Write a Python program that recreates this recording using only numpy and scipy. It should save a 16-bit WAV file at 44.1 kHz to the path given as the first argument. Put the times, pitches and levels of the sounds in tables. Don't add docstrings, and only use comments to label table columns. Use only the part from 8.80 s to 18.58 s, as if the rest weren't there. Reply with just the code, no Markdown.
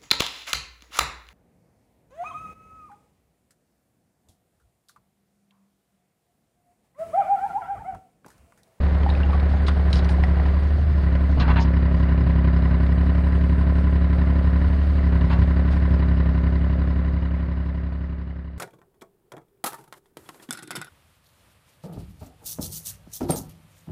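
import sys
import numpy as np
from scipy import signal
from scipy.fft import rfft, irfft, next_fast_len
from scipy.io import wavfile
from scipy.ndimage import uniform_filter1d

SR = 44100
rng = np.random.default_rng(int(sys.argv[2]) if len(sys.argv) > 2 else 0)


def transcribe(u):
    v = np.clip(np.atleast_2d(u).T, -1, 1)
    q = np.round(v * 32767).astype(np.int16)
    wavfile.write(sys.argv[1], SR, q)


def convert_level_to_amplitude(level_db):
    exponent = np.asarray(level_db, float) / 20
    return 10 ** exponent


N = 431290
T = np.arange(N) / SR

# [start_s, speed_rpm]
CRANK_SPEED = [(0.0, 1403.2), (0.93, 1425.3), (1.2, 1386.1), (1.73, 1405.9), (2.08, 1503.1), (2.27, 1360.5),
               (2.54, 1419.5), (2.65, 1313.5), (2.92, 1369.5), (3.93, 1337.8), (4.27, 1391.1),
               (5.83, 1394.5), (6.11, 1448.7), (6.41, 1344.6), (6.9, 1398.5), (7.5, 1354.2), (7.92, 1376.2),
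               (9.78, 1371.2)]
# [multiple of the cycle rate, level_db]
EXHAUST_ORDERS = [(1, -42), (2, -36), (3, -20), (4, -29), (5, -23), (6, 0), (7, -18), (8, -21), (9, -14),
                  (10, -32), (11, -29), (12, -25), (13, -26), (14, -23), (15, -10), (16, -38), (17, -44),
                  (18, -27), (19, -33), (20, -38), (21, -18), (22, -34), (23, -42), (24, -20), (25, -33),
                  (26, -41), (27, -27), (28, -46), (29, -49), (30, -31), (31, -36), (32, -48), (33, -27),
                  (34, -46), (35, -43), (36, -37)]
# [chatter_db, panel_1khz_db, thud_db, bright_thud_db]
CYLINDER_KNOCKS = [
    (-7.5, -3.5, -13, -5.5),
    (8, -5, 0, 0),
    (7.5, 5.5, -3, -0.5),
]
# [pitch_hz, width_hz, level_db]
THUD_MODES = [(526, 60, -2), (631, 94, 0), (1900, 230, -15), (1010, 62, 1.5), (2800, 200, -13),
              (5200, 210, -35), (4040, 200, -29)]
# [pitch_hz, width_hz, level_db]
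BLOCK_MODES = [(630, 360, 8.5), (960, 140, 3), (1497, 50, 10.5), (1840, 280, 7.5), (3320, 65, -48),
               (3960, 180, -24), (4640, 110, -39), (5170, 160, -32)]
# [place in the cycle 0-1, pitch_hz, width_hz, peak_db]
VALVE_TAPS = [(0.95, 535, 360, -29), (.085, 520, 250, -38.5), (.062, 3000, 1800, -55),
              (.16, 1000, 300, -44), (.375, 1850, 250, -41), (.47, 1900, 480, -46), (.705, 1850, 200, -38),
              (.772, 2020, 220, -39), (.345, 5100, 400, -58), (.65, 1450, 150, -43), (.33, 980, 110, -39),
              (1, 1050, 160, -45.5), (.31, 3950, 280, -54.5), (.69, 3950, 280, -54.5),
              (.88, 3600, 220, -55.5), (.5, 3950, 240, -56), (.69, 5000, 250, -55.5), (.1, 1800, 330, -45),
              (.682, 5150, 350, -56), (.325, 2400, 280, -48.5), (.66, 2850, 290, -47)]
# [pitch_hz, width_hz, level_db]
COVER_MODES = [(2900, 220, -1), (3948, 200, -5.5), (4664, 180, -10), (5150, 260, -14)]
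# [pitch_hz, level_db per Hz]
WASH_SPECTRUM = [(240, -24), (400, -1.5), (461, -11), (519, -3), (611, -4), (856, -12), (1010, -10),
                 (1120, -9), (1890, -11), (3190, -32), (3920, -37.5), (5140, -42), (5370, -43), (6980, -72),
                 (11800, -120)]
# [middle_s, half_length_s, peak_db]
ARM_STROKES = [
    (1.403, .4, -65),
    (4.602, .7, -59.5),
    (6.294, 1.1, -69),
]
# [pitch_hz, level_db per Hz]
GROUND_SPECTRUM = [(12, -12), (25, -4), (45, -4.5), (90, 6.5), (150, -21), (300, -46.5)]
# [peak_s, level_db]
RUMBLE_SWELLS = [(0.0, -32), (0.3, -37), (0.74, -34), (1.14, -24), (1.39, -35), (1.71, -37), (2.25, -32.5),
                 (2.57, -27.5), (2.7, -28.5), (3.17, -26), (4.06, -38), (4.96, -41.5), (5.69, -33),
                 (5.88, -30), (6.25, -30), (6.46, -30), (6.6, -28), (6.93, -24.5), (7.11, -32), (7.33, -36.5),
                 (7.869, -36.5), (8.17, -33), (8.4, -38.5), (8.69, -37), (9.2, -34)]
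# [pitch_hz, level_db per Hz]
DRONE_SPECTRUM = [(40, -20.5), (80, -18), (135, -11), (200, -8), (260, -5.5), (330, -16.5), (420, -15.5),
                  (600, -36)]
# [pitch_hz, width_hz, level_db]
TRACK_MODES = [(474, 140, 1), (760, 130, 0), (1500, 370, -10), (2900, 900, -14.5)]
# [start_s, peak_db, pitch_hz]
WOOD_SNAPS = [(.0348, -32, 1600), (.0672, -33, 2400), (.2069, -35, 2000), (.2345, -34, 3100),
              (.2927, -31, 3900), (.3375, -34, 3700), (.3506, -33, 2750), (.4329, -30, 1600),
              (.5075, -35, 3900), (.5367, -29, 2100), (.5831, -38, 1420), (.601, -35, 3800),
              (.6559, -33, 1590), (.6918, -35, 1670), (.7153, -34, 1550), (.7716, -35, 1490),
              (.7971, -33, 1600), (.8195, -32, 1630), (.8755, -37, 5200), (.8812, -32, 3800),
              (0.8833, -14, 1300), (0.885, -28, 2600), (.885, -36, 6000), (1.0385, -36, 1620),
              (1.0745, -33, 1890), (1.13, -24, 5300), (1.1567, -23, 5100), (1.157, -25, 3700),
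              (1.1572, -36, 8800), (1.1685, -29, 5100), (1.188, -30, 2400), (1.1918, -30, 5000),
              (1.192, -30, 3800), (1.2276, -32, 1630), (1.2456, -35, 3600), (1.2456, -34, 5100),
              (1.2905, -34, 4000), (1.3212, -33, 5000), (1.4365, -27, 3000), (1.508, -35, 1450),
              (1.5584, -33, 1590), (1.6566, -31, 1730), (1.8008, -37, 1460), (2.407, -30, 1000),
              (2.574, -27, 600), (2.599, -30, 4120), (2.62, -28, 2800), (2.6805, -30, 2500),
              (2.722, -30, 2200), (2.76, -29, 2700), (2.785, -28, 2700), (2.794, -29, 2700),
              (4.954, -32, 700), (5.9, -31, 700), (6.411, -34, 2900), (6.499, -28, 900), (6.528, -31, 1800),
              (6.705, -30, 1000), (6.935, -29, 800)]
# [start_s, peak_db, pitch_hz, crack_db]
DULL_CLANKS = [(0.036, -32, 761, -7), (0.073, -26, 760, -22), (0.15, -28.5, 710, -2),
               (0.263, -15, 803, -21.5), (0.29, -22, 854, -5.5), (0.351, -35, 625, 6.5),
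               (0.402, -24, 1500, -10), (0.498, -23, 840, -13.5), (0.531, -20.5, 1134, -8),
               (0.549, -23.5, 760, -13), (0.629, -25, 735, -12), (0.737, -24, 776, -18),
               (0.884, -25.5, 1020, -12), (0.966, -21.5, 640, -14), (1.061, -31, 643, -10),
               (1.294, -24, 844, 1), (1.385, -22, 680, -17), (1.437, -21.5, 750, -1),
               (1.599, -23, 670, -22), (1.66, -25, 760, -2), (1.736, -27, 626, -11),
               (1.983, -25, 630, -17.5), (2.353, -27, 594, -3), (2.407, -27, 610, -17),
               (2.679, -28, 735, -10), (2.763, -28, 760, -10)]
# [start_s, peak_db, pitch_hz, crack_db]
PIN_TICKS = [(0.232, -31, 2100, -4), (0.2907, -34, 1810, 0), (0.3003, -24.5, 3800, -4),
             (0.336, -37, 2010, -2), (0.351, -28.5, 2540, -8), (0.4327, -22.5, 2800, -16),
             (0.5036, -34.5, 2380, 0), (0.5987, -33, 2210, 5), (0.7, -41.5, 1830, 5),
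             (0.8214, -35, 1950, -1), (0.8674, -29, 3920, 1), (0.883, -30, 2100, -10),
             (1.1294, -17, 3920, 1.5), (1.1918, -30, 3900, -4), (1.245, -37.5, 1870, 15.5),
             (1.2904, -29, 2440, 3), (1.321, -37, 1900, -3), (1.4373, -16, 1950, -10),
             (1.5979, -25.5, 1900, -10.5), (2.263, -35, 1844, -11), (2.3521, -28, 1960, -7),
             (3.054, -37, 1900, -4), (4.065, -36.5, 2110, 9), (6.23, -29.5, 1810, -5),
             (6.9127, -35, 1930, -8)]
# [pitch_hz, level_db, t60_s]
PIN_MODES = [(3914, 0, 0.031), (4950, -28, 0.019), (5440, -29, 0.039), (6611, -33.5, 0.094),
             (7250, -28, 0.24), (8900, -23, 0.041)]
# [start_s, length_s, level_db, body_hz, tilt_db an octave]
DEBRIS_CRUNCHES = [(0.864, 0.028, -39, 3500, 0), (1.289, 0.039, -42, 9300, -10),
                   (0.885, 0.0099, -29.5, 1370, -9.5), (2.574, 0.018, -35, 600, -13.5),
                   (2.598, 0.033, -34.5, 1300, -4), (2.8, .035, -39, 6300, -13),
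                   (2.597, .02, -37, 4100, -6), (0.866, 0.029, -43, 8600, -10),
                   (1.13, 0.0074, -37, 3700, -3), (1.157, 0.03, -41, 5400, -2.5),
                   (1.135, .05, -43, 10000, -14), (1.14, .06, -46, 3400, -3.5),
                   (1.1, .012, -45.5, 8400, -12), (2.62, .05, -39, 1500, -12), (2.72, .04, -43, 1700, -18),
                   (6.497, 0.045, -39, 1500, -3), (2.679, 0.04, -33, 1300, -9),
                   (2.758, 0.023, -34, 1600, -12), (2.765, 0.032, -35.5, 2660, -23),
                   (2.685, 0.038, -39, 2000, -19), (6.504, 0.029, -39.5, 1950, -8.5),
                   (6.616, .02, -43, 1900, -2), (6.915, 0.014, -42.5, 2200, 1),
                   (1.149, 0.038, -35, 180, -4), (1.95, 0.2, -31, 140, -16), (2.565, 0.08, -23, 140, -8),
                   (3.4, 0.06, -25, 120, -9), (6.394, 0.094, -27, 120, -16)]
# [pitch_hz, level_db, t60_s]
BUCKET_MODES = [(729, -2, .09), (837, -6, 0.17), (926, 1, 0.15), (1001, -3.5, 0.15), (1130, -4, .18),
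                (1511, -3.5, .12), (1640, -7.5, .08), (2196, -15, .08), (2717, -8, .08), (3305, -17, 0.09),
                (4040, -17, .07)]
# [start_s, length_s, level_db, tilt_db an octave]
BUCKET_SCRAPES = [
    (2.598, 0.015, -35, 4.5),
    (2.617, 0.013, -33.5, 3.5),
    (2.679, 0.015, -29, -2),
    (2.701, .012, -32, 0),
    (2.76, .02, -31, 1.5),
    (2.785, 0.015, -32.5, -1),
    (6.499, .02, -37, -1),
    (6.528, 0.016, -37, 0),
]
# [pitch_hz, level_db]
MIC_RESPONSE = [(4800, 0), (5400, -2.5), (6000, -9.5), (6600, -8), (7100, -11.5), (7500, -23.5),
                (8200, -10.5), (9300, -10.5), (9900, -29), (11000, -18), (12000, -42.5), (13000, -21.5),
                (15500, -32.5)]


def evened(x):
    return x / np.sqrt(np.mean(x ** 2) + 1e-20)


def colour(x, points):
    hz, db = np.transpose(points)
    size = next_fast_len(len(x) + 4096)
    log_hz = np.log(np.fft.rfftfreq(size, 1 / SR) + 1)
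    return irfft(rfft(x, size) * convert_level_to_amplitude(np.interp(log_hz, np.log(hz), db)), size)[:len(x)]


def ring(x, hz, width):
    return signal.lfilter(*signal.iirpeak(hz, hz / width, SR), x)


def body_ring(x, hz, width):
    return ring(ring(x, hz, width), hz, 2 * width)


def noise():
    return rng.standard_normal(N)


def uneven(strength_db, count):
    return convert_level_to_amplitude(strength_db * np.minimum(rng.exponential(1, count), 4))


def sparse_taps(per_s, strength_db):
    return (rng.random(N) < per_s / SR) * uneven(strength_db, N)


def drift(hz):
    steps = rng.standard_normal(400 * 10)
    slow = signal.lfilter([1], [1, -np.exp(-2 * np.pi * hz / 400)], steps)
    return evened(np.interp(T, np.arange(len(steps)) / 400, slow))


def speed():
    start_s, rpm = np.transpose(CRANK_SPEED)
    flywheel_s = .12
    return uniform_filter1d(np.interp(T, start_s, rpm), size=round(flywheel_s * SR), mode="nearest")


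def load():
    free_rpm, db_per_rpm, runaway_db_per_rpm = 1387.6, -0.0528, -0.0969
    over = speed() - free_rpm
    dig_s, unloaded_db = 2.66, -2.5
    unloaded = np.clip((dig_s - T) / 0.14 + .5, 0, 1)
    return -.8 + db_per_rpm * over + runaway_db_per_rpm * np.maximum(over, 0) + unloaded_db * unloaded


def crawl():
    end_s, stop_s = 1.58, 0.76
    return np.clip((end_s + stop_s - T) / stop_s, 0, 1)


def exhaust(cycle):
    boom_db, pump_db, pump_pistons = -17.5, -52.5, 56
    order, db = np.transpose(EXHAUST_ORDERS)
    shape = np.interp(np.arange(513) / 2, np.r_[0, order[2::3], 256], np.r_[-32, db[2::3], -82])
    lag = -signal.hilbert(np.r_[shape, shape[-2:0:-1]] * np.log(10) / 20).imag
    load_db = load() + .8 * drift(10)
    sharpen = {bite: convert_level_to_amplitude(bite * load_db) for bite in (0, .1, .4, .7, 1.1)}
    slew_s, averted_db = 2.4, -6.5
    sharpen[.5] = convert_level_to_amplitude(.5 * load_db + averted_db * np.clip((slew_s - T) / 0.18, 0, 1))
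    out = np.zeros(N)
    for n in range(1, len(db) + 1):
        sign = 1 if n % 3 == 0 else -1
        lead = -.005 * (n > 17)
        if n in (9, 12, 18, 36):
            bite = 1.1
        elif 19 <= n <= 25:
            bite, lead = .5, .0145
        elif n == 15:
            bite = .7
        elif n > 25:
            bite = .4
        else:
            bite = .1 * (n > 9)
        order_db = 1.2 * (n in (9, 12, 15)) + 2 * (n in (12, 36)) - (n > 28)
        phase = 2 * np.pi * n * (cycle + lead) + lag[2 * n]
        out += sign * convert_level_to_amplitude(db[n - 1] + order_db) * sharpen[bite] * np.cos(phase)
    out += convert_level_to_amplitude(pump_db - boom_db + 1.1 * drift(6.4)) * np.cos(2 * np.pi * pump_pistons * cycle)
    return np.sqrt(2) * convert_level_to_amplitude(boom_db + .35 * drift(10)) * out


def knock(cycle):
    firing = 3 * cycle + 0.1203
    count = np.floor(firing).astype(int)
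    since_s = (firing - count) / 36.0
    chatter_db, panel_db, thud_db, bright_db = np.transpose(CYLINDER_KNOCKS)[:, count % 3]
    luck = rng.standard_normal((400, 2))[count + 1]
    click = np.diff(count, prepend=count[0]) * convert_level_to_amplitude(thud_db + 0.5 * luck[:, 0])
    thuds = np.zeros(N)
    for k, (hz, width, db) in enumerate(THUD_MODES):
        part = (-1) ** k * convert_level_to_amplitude(db) * body_ring(click, hz, width) / np.sqrt(width)
        if k == 3:
            lag_s = .0016
            part = np.roll(part * convert_level_to_amplitude(uniform_filter1d(panel_db, size=100)), round(lag_s * SR))
        thuds += part * convert_level_to_amplitude(bright_db * (hz > 1500))
    burst = (1 - np.exp(-since_s / 0.0044)) * np.exp(-since_s / 0.0096)
    chatter = convert_level_to_amplitude(chatter_db + 1.3 * luck[:, 1]) * burst * noise() * uneven(2.5, N)
    rings = sum(convert_level_to_amplitude(db) * ring(chatter, hz, width) / np.sqrt(width) for hz, width, db in BLOCK_MODES)
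    airborne = colour(chatter, WASH_SPECTRUM[:-1])
    body = 1.2 * evened(thuds) + .5 * evened(rings) + .5 * evened(airborne)
    return convert_level_to_amplitude(-41.5 + .45 * load()) * evened(body)


def tappets(cycle):
    out, click = np.zeros(N), np.arange(1500) == 0
    luck = rng.standard_normal((len(VALVE_TAPS), 130))
    for (place, hz, width, db), row in zip(VALVE_TAPS, luck):
        count = np.floor(cycle - place).astype(int)
        taps = np.diff(count, prepend=count[0]) * convert_level_to_amplitude(db + 2.3 * row[count + 2])
        shape = ring(ring(click, hz, width), hz, width)
        out += signal.oaconvolve(taps, -shape / abs(shape).max())[:N]
    return out * convert_level_to_amplitude(0.5 * load())


def covers(cycle):
    firing_db = 5.5 * np.cos(2 * np.pi * (3 * cycle - .05))
    cycle_db = 3 * np.cos(2 * np.pi * (cycle - .55))
    bunch = convert_level_to_amplitude(firing_db + cycle_db + 0.46 * load())
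    out = np.zeros(N)
    for hz, width, db in COVER_MODES:
        out += convert_level_to_amplitude(db) * evened(body_ring(sparse_taps(350, 3.5) * bunch, hz, width))
    return convert_level_to_amplitude(-60) * out


def wash():
    fan_db = -39.5 + 1.5 * crawl() + .15 * load() + 0.79 * drift(8.2)
    fan = convert_level_to_amplitude(fan_db) * evened(colour(noise(), WASH_SPECTRUM[:-1]))
    oil = evened(ring(ring(noise(), 8800, 1500), 8800, 1500))
    flow = convert_level_to_amplitude(-66.5) + sum(convert_level_to_amplitude(db) * np.exp(-((T - s) / half) ** 2) for s, half, db in ARM_STROKES)
    return fan + flow * convert_level_to_amplitude(1.6 * drift(20)) * oil


def rumble():
    rise_s, fall_s = 0.039, .07
    t = T[::100]
    swells = np.zeros(len(t))
    for s, db in RUMBLE_SWELLS:
        swells += convert_level_to_amplitude(db) * np.exp(-abs(t - s) / np.where(t < s, rise_s, fall_s))
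    lumps = convert_level_to_amplitude(np.minimum(4.3 * drift(21), 5))
    shake = (convert_level_to_amplitude(-48) + np.interp(T, t, swells)) * lumps * evened(colour(noise(), GROUND_SPECTRUM))
    drone_db = -43 - 0.63 * np.clip(load(), -7, 0) + 2.0 * drift(33)
    return shake + convert_level_to_amplitude(drone_db) * evened(colour(noise(), DRONE_SPECTRUM))


def shudder():
    return convert_level_to_amplitude(-40 + 0.45 * load()) * evened(ring(ring(noise(), 132, 45), 132, 70))


def tracks():
    taps = sparse_taps(260, 4.0) * np.sign(noise())
    rings = sum(convert_level_to_amplitude(db) * body_ring(taps, hz, width) / np.sqrt(width) for hz, width, db in TRACK_MODES)
    return convert_level_to_amplitude(-43.5) * crawl() * evened(rings)


def snap(db, hz):
    t = np.arange(900) / SR
    tone = [(hz / 4, -14), (hz, 0), (hz * 3, -8), (16000, -25)]
    crack = convert_level_to_amplitude(-8 - 60 * t / .012) * evened(colour(rng.standard_normal(len(t)), tone))
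    cycles = 12
    click = convert_level_to_amplitude(-60 * t * np.sqrt(hz * 1500) / cycles) * np.sin(2 * np.pi * hz * t)
    return convert_level_to_amplitude(db) * (click + crack) * np.minimum(t / .0004, 1)


def blow(db, hz, t60, crack_db, modes, tone_hz):
    t = np.arange(6000) / SR
    pair = np.sin(2 * np.pi * hz * t) + 0.38 * np.sin(2 * np.pi * hz * rng.uniform(1.04, 1.12) * t)
    sound = 0.65 * pair * convert_level_to_amplitude(-60 * t / t60)
    for f, level_db, decay in modes:
        upper = np.sin(2 * np.pi * f * rng.uniform(0.9, 1.04) * t)
        sound += convert_level_to_amplitude(level_db + crack_db) * upper * convert_level_to_amplitude(-60 * t / min(decay, .045))
    tone = [(tone_hz / 4, -20), (tone_hz, 0), (tone_hz * 3, -6.0), (16000, -12)]
    crack = evened(colour(rng.standard_normal(len(t)), tone))
    sound += convert_level_to_amplitude(crack_db - 9 - 60 * t / 0.03) * crack
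    return convert_level_to_amplitude(db) * sound * np.minimum(t / 0.0007, 1)


def clank(db, hz, crack_db):
    return blow(db, hz, 0.059, crack_db, [], 1200)


def tick(db, hz, crack_db):
    return blow(db, hz, 0.027, crack_db, PIN_MODES[1:], 2500)


def crunch(length, db, body_hz, tilt_db):
    t = np.arange(9000) / SR
    snaps = rng.standard_normal(len(t)) * uneven(2.7, len(t))
    tone = [(body_hz / 6, -22), (body_hz / 2, -7), (body_hz, 0), (body_hz * 1.17, -6),
            (body_hz * 24, 4 * tilt_db - 22.5)]
    envelope = np.minimum(t / 0.0013, 1) * convert_level_to_amplitude(-1500 * np.maximum(t - length, 0))
    return convert_level_to_amplitude(db) * evened(colour(snaps, tone)) * envelope


def scrape(length, db, tilt_db):
    t = np.arange(12000) / SR
    slips = rng.standard_normal(len(t)) * uneven(4.2, len(t)) * convert_level_to_amplitude(-500 * t) * (t < length)
    plate = np.zeros(len(t))
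    for hz, level_db, t60 in BUCKET_MODES:
        mode_db = level_db + tilt_db * np.log2(hz / 1000) + 1.5 * rng.standard_normal()
        plate += convert_level_to_amplitude(mode_db - 60 * t / t60) * np.sin(2 * np.pi * hz * t)
    sound = signal.fftconvolve(slips, plate)[:len(t)]
    return convert_level_to_amplitude(db) * sound / np.sqrt(np.mean(sound[:1300] ** 2))


def metal_and_debris():
    hits = np.zeros(N)
    for source, events in ((snap, WOOD_SNAPS), (clank, DULL_CLANKS), (tick, PIN_TICKS),
                           (crunch, DEBRIS_CRUNCHES), (scrape, BUCKET_SCRAPES)):
        for start_s, *settings in events:
            sound = source(*settings)
            part = hits[round(start_s * SR):][:len(sound)]
            part += sound[:len(part)]
    return hits


def yard(x):
    n = np.arange(9000)
    taps = rng.standard_normal(9000) * (rng.random(9000) < .05) * convert_level_to_amplitude(-60 * n / SR / 0.28)
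    taps[:300] = 0
    return x + convert_level_to_amplitude(-13.5) * signal.oaconvolve(x, taps / np.linalg.norm(taps))[:N]


def scene():
    cycle = -.079 + np.cumsum(speed()) / SR / 120
    echoing = yard(knock(cycle) + tappets(cycle) + covers(cycle) + metal_and_debris())
    return (exhaust(cycle) + echoing + wash() + rumble() + shudder() + tracks())[None]


def treble_gate(x, below_db, depth_db):
    hz, t, z = signal.stft(x, SR, nperseg=2048)
    usual = uniform_filter1d(abs(z), size=32, axis=0)
    quiet = usual < convert_level_to_amplitude(13) * np.median(usual, axis=1, keepdims=True)
    weak = (abs(z) < convert_level_to_amplitude(below_db) * usual) & quiet
    share = np.clip((hz[:, None] - 4600) / 1200, 0, 1)
    return signal.istft(z * convert_level_to_amplitude(-depth_db * share * weak), SR, nperseg=2048)[1][:N]


def low_pass(x):
    return signal.sosfilt(signal.butter(12, 15700, fs=SR, output="sos"), x)


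def record(dry):
    fade_start_s, fade_end_s = 7.19, 10.12
    fade = np.clip((fade_end_s - T) / (fade_end_s - fade_start_s), 0, 1)
    onset = np.minimum(T * 200, 1)
    heard = colour(dry[0] * fade * onset, MIC_RESPONSE)
    mix = treble_gate(heard, 4.5, 28)[None]
    return low_pass(mix)


dry = scene()
out = record(dry)
transcribe(out)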